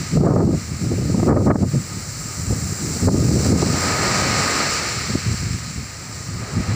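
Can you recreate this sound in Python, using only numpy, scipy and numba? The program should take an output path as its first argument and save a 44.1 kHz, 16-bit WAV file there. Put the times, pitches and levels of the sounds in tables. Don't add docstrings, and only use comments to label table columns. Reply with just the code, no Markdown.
import sys
import numpy as np
from scipy.fft import rfft, irfft
from scipy.io import wavfile
from scipy.ndimage import uniform_filter1d, minimum_filter1d
from numba import njit

SR = 44100
rng = np.random.default_rng(int(sys.argv[2]) if len(sys.argv) > 2 else 0)


def wav_record(signal):
    frames = np.transpose(np.atleast_2d(signal))
    bounded = np.clip(frames, -1, 1)
    quanta = np.round(bounded * 32767).astype(np.int16)
    wavfile.write(sys.argv[1], SR, quanta)


N = 297675

# (break time [s], level [dB], duration [times a full wave], treble tilt [dB per octave above the roar])
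WAVES = [(-1.44, -7.5, 1.2, 1.3), (4.0, 0, 1, 0), (6, -22.5, .28, -9), (6.5, -10, .42, -1.5)]
# (delay after the break [s], rise [dB/s], hold [s], fall [dB/s], peak [dB], steady surf of the shore [dB])
WAVE_STAGES = [(-0.033, 20.5, 0.62, 27, -23.5, -44.5), (0.32, 21, 0.39, 14.5, -29.2, -47),
               (-0.029, 11.5, 0.53, 13, -35.5, -52.5), (-.15, 6, 0.73, 7.5, -41, -50)]
# (centre [Hz], spread [octaves], surging [dB], bursts [per s], share of power in bursts [0-1])
BUBBLES = [(303, 1.16, 1, 1500, 0.2), (1470, 0.8, 0, 3000, 0.25), (4600, 0.78, 2.5, 3000, 0.43),
           (9400, 0.56, 0, 1600, 0.03)]
BACKWASH_DB = [-38, -60, -45, -39.5]
# (time [s], half length [s], extra level of the sea [dB])
SPLASHES = [(3.46, 0.047, 1.5), (3.87, 0.076, 2), (4.05, 0.039, 2), (4.66, 0.064, 0)]
# (start [s], hold [s], strength [dB], fineness [octaves added to the rumble's corner])
GUSTS = [(0, 0.017, -25, 0.22), (0.131, .04, -21.5, -.1), (0.172, 0.053, -4.5, -0.52),
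         (0.236, 0.18, -2, 0.16), (0.434, 0.043, -4.5, -0.52), (0.492, 0.053, -12.5, 0.17),
         (0.693, 0.052, -24.5, -0.1), (0.818, 0.25, -20, 0), (1.102, 0.19, -17, 0.13),
         (1.305, 0.028, 2, 0.25), (1.361, 0.064, -6.5, -0.16), (1.482, 0.046, -0.5, 0.02),
         (1.578, 0.096, -12, -0.27), (1.753, 0.013, -11.5, -0.34), (1.91, 0.29, -34, -.1),
         (2.385, 0.34, -27, -0.15), (2.496, 0.036, -20, -0.1), (2.814, 0.15, -25.5, 0.4),
         (3.038, .32, -13.5, -0.18), (3.079, 0.053, -7.5, -0.25), (3.386, 0.36, -18, 0.3),
         (3.506, 0.058, -10.5, -0.02), (3.772, 0.65, -26.5, 0.04), (5.096, 0.067, -24, -0.2),
         (5.268, .06, -18.5, -0.4), (5.41, 0.06, -23, -0.53), (5.507, 0.039, -23, -0.9),
         (5.63, 0.012, -30.5, -.45), (5.781, 0.011, -24.5, -0.04), (6.283, .15, -30, -0.34),
         (6.55, 0.057, -19, -0.56), (6.686, 0.076, -20, -0.6)]
# (time [s], half length [s], extra eddy strength [dB])
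BUFFETS = [(0.174, 0.0035, 7), (0.213, 0.0045, 8.5), (0.311, .003, 0), (0.364, 0.0026, 8),
           (.985, 0.0054, 8.5), (1.1, 0.0075, 7), (1.233, 0.0045, 13.5), (1.284, 0.005, 4),
           (1.368, 0.0099, 10), (1.509, 0.0075, 14.5), (1.559, 0.0045, 16.5), (1.635, 0.011, 11.5),
           (3.084, 0.01, 12), (3.374, 0.0089, 12), (3.626, 0.0085, 8.5), (5.156, 0.0038, 18)]
# (frequency [Hz], gain [dB])
MIC_COLOUR = [(100, 0.48), (1000, -2.5), (2200, 5.5), (2800, 0.7), (3450, -5), (4200, 10.5), (5800, 12),
              (6550, 7), (7450, 17.5), (8200, 6), (9500, -1.3), (11300, -10.5), (13900, -9.5), (14700, 3.5)]

BACKWASH_S, BACKWASH_RISE_DB_PER_S, BACKWASH_HOLD_S, BACKWASH_FALL_DB_PER_S = 2.82, 6, 0.32, 10
GUST_ATTACK_S, GUST_RELEASE_S = 0.016, 0.028
BREEZE_DB, BREEZE_WANDER_DB, BREEZE_RATE = -34, 2, 15
PORT_HZ, PORT_WIDTH_HZ, PORT_LIFT = 1243, 51, 2.21
TOP_HZ = 15550
TIME = np.arange(N) / SR
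FREQS = np.maximum(np.arange(N // 2 + 1) * SR / N, 1)


def sea(bass_cut_hz=65):
    rush = 0
    for stage, backwash_db, bubbles in zip(WAVE_STAGES, BACKWASH_DB, BUBBLES):
        level = stage_level(stage, backwash_db, bubbles[0])
        rush = rush + level * bubble_cloud(*bubbles)
    bass_cut = (1 + (bass_cut_hz / FREQS) ** 6) ** -0.5
    return shaped(rush, bass_cut) * undb(swells(SPLASHES))


def stage_level(stage, backwash_db, hz):
    delay_s, rise, hold_s, fall, peak_db, steady_db = stage
    backwash = envelope(TIME - BACKWASH_S, BACKWASH_RISE_DB_PER_S, BACKWASH_HOLD_S, BACKWASH_FALL_DB_PER_S)
    power = undb(steady_db) ** 2 + (undb(backwash_db) * backwash) ** 2
    octaves = np.log2(hz / BUBBLES[0][0])
    for break_s, db, duration, tilt_db in WAVES:
        age = (TIME - break_s) / duration - delay_s
        wave = undb(peak_db + db + tilt_db * octaves) * envelope(age, rise, hold_s, fall)
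        power = power + wave ** 2
    return np.sqrt(power)


def bubble_cloud(hz, octaves, surge_db, rate, share, size_db=5.5, surge_rate=14):
    share = np.clip(share, 0, 1)
    cloud = 0
    for offset in (-0.5, 0, 0.5):
        sizes = undb(size_db * np.minimum(rng.exponential(size=N), 4))
        bursts = rng.choice([-1, 1], N) * sizes * (rng.random(N) < rate / SR)
        source = np.sqrt(1 - share) * rng.standard_normal(N) + np.sqrt(share) * unit(bursts)
        distance = np.log2(FREQS / hz) / octaves
        band = np.exp(-(distance / 2) ** 2)
        response = band * np.sqrt(1 + 2 * offset * np.tanh(distance))
        cloud = cloud + shaped(source, response) * undb(surge_db * walk(surge_rate))
    return unit(cloud)


def wind(corner_hz=470, db_per_octave=18.0, calm_hz=170, damping=1.93, bass_hz=92, bass_damping=0.81,
         leak_hz=68, cavity_hz=1600, eddy_db=3.0, eddy_rate=110, push=0.52):
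    gust_db, fineness = airflow()
    eddies_db = eddy_db * walk(eddy_rate) + swells(BUFFETS)
    opening = fineness + (gust_db + eddies_db + 9) / db_per_octave
    corner = np.clip(corner_hz * 2 ** opening, calm_hz, SR / 12)
    bass = 1 / np.abs(1 - (bass_hz / FREQS) ** 2 + 1j * bass_damping * bass_hz / FREQS)
    port = bass / np.sqrt((1 + (leak_hz / FREQS) ** 4) * (1 + (FREQS / cavity_hz) ** 4))
    pressure = shaped(rng.standard_normal(N), port)
    rumble = lowpass(lowpass(pressure, corner, damping), corner, damping)
    power = uniform_filter1d(uniform_filter1d(rumble ** 2, size=1300), size=700)
    return rumble / np.sqrt(power) * undb(gust_db + push * eddies_db)


def airflow():
    power = undb(BREEZE_DB + BREEZE_WANDER_DB * walk(BREEZE_RATE)) ** 2
    fineness = 0
    for start_s, hold_s, db, octaves in GUSTS:
        age = TIME - start_s
        before = -age / GUST_ATTACK_S
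        after = (age - hold_s) / GUST_RELEASE_S
        fade = np.maximum(np.maximum(before, after), 0)
        gust = (undb(db) * np.exp(-np.minimum(fade, 20))) ** 2
        power = power + gust
        fineness = fineness + gust * octaves
    return 10 * np.log10(power), fineness / power


def scene():
    return np.tile(sea() + wind(), (2, 1))


def microphone(x):
    hz, db = np.transpose(MIC_COLOUR)
    colour = undb(np.interp(np.log(FREQS), np.log(hz), db))
    ring = 1 / (1 + 1j * (FREQS / PORT_HZ - PORT_HZ / FREQS) * PORT_HZ / PORT_WIDTH_HZ)
    return shaped(x, colour * (1 + PORT_LIFT * ring))


def limiter(x, ceiling_db=-10.5, attack_s=0.002, release_s=0.038, knee=5, split_hz=3900, treble_depth=0.71):
    over = follower(x[0], attack_s, release_s) / undb(ceiling_db)
    gain = (1 + over ** knee) ** (-1 / knee)
    gain = uniform_filter1d(minimum_filter1d(gain, size=89), size=89)
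    low = shaped(x, 1 / (1 + (FREQS / split_hz) ** 20))
    treble = x - low
    return low * gain + treble * gain ** treble_depth


def record(dry):
    top_cut = np.clip((TOP_HZ - FREQS) / 100 + 0.5, 0, 1)
    return shaped(limiter(microphone(dry)), top_cut)


def undb(db):
    return 10 ** (np.asarray(db) / 20)


def unit(x):
    return x / np.sqrt(np.mean(x ** 2))


def envelope(age, rise, hold, fall):
    return undb(-rise * np.maximum(-age, 0) - fall * np.maximum(age - hold, 0))


def swells(table):
    return sum(db * np.exp(-((TIME - s) / half_s) ** 2) for s, half_s, db in table)


def shaped(x, response):
    return irfft(rfft(x) * response, N)


def walk(rate):
    hold = max(int(SR / rate), 2)
    steps = np.repeat(rng.standard_normal(N // hold + 1), hold)
    return unit(uniform_filter1d(uniform_filter1d(steps, hold), hold // 2)[:N])


@njit
def lowpass(x, hz, damping):
    y, band, low = np.empty(len(x)), 0., 0.
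    for i in range(len(x)):
        g = np.tan(np.pi * hz[i] / SR)
        v = (band + g * (x[i] - low)) / (1 + g * (g + damping))
        y[i] = low + g * v
        band, low = 2 * v - band, 2 * y[i] - low
    return y


@njit
def follower(x, attack_s, release_s):
    y, level = np.empty(len(x)), 0.
    for i in range(len(x)):
        size = abs(x[i])
        level += (size - level) / (SR * (attack_s if size > level else release_s))
        y[i] = level
    return y


dry = scene()
out = record(dry)
wav_record(out)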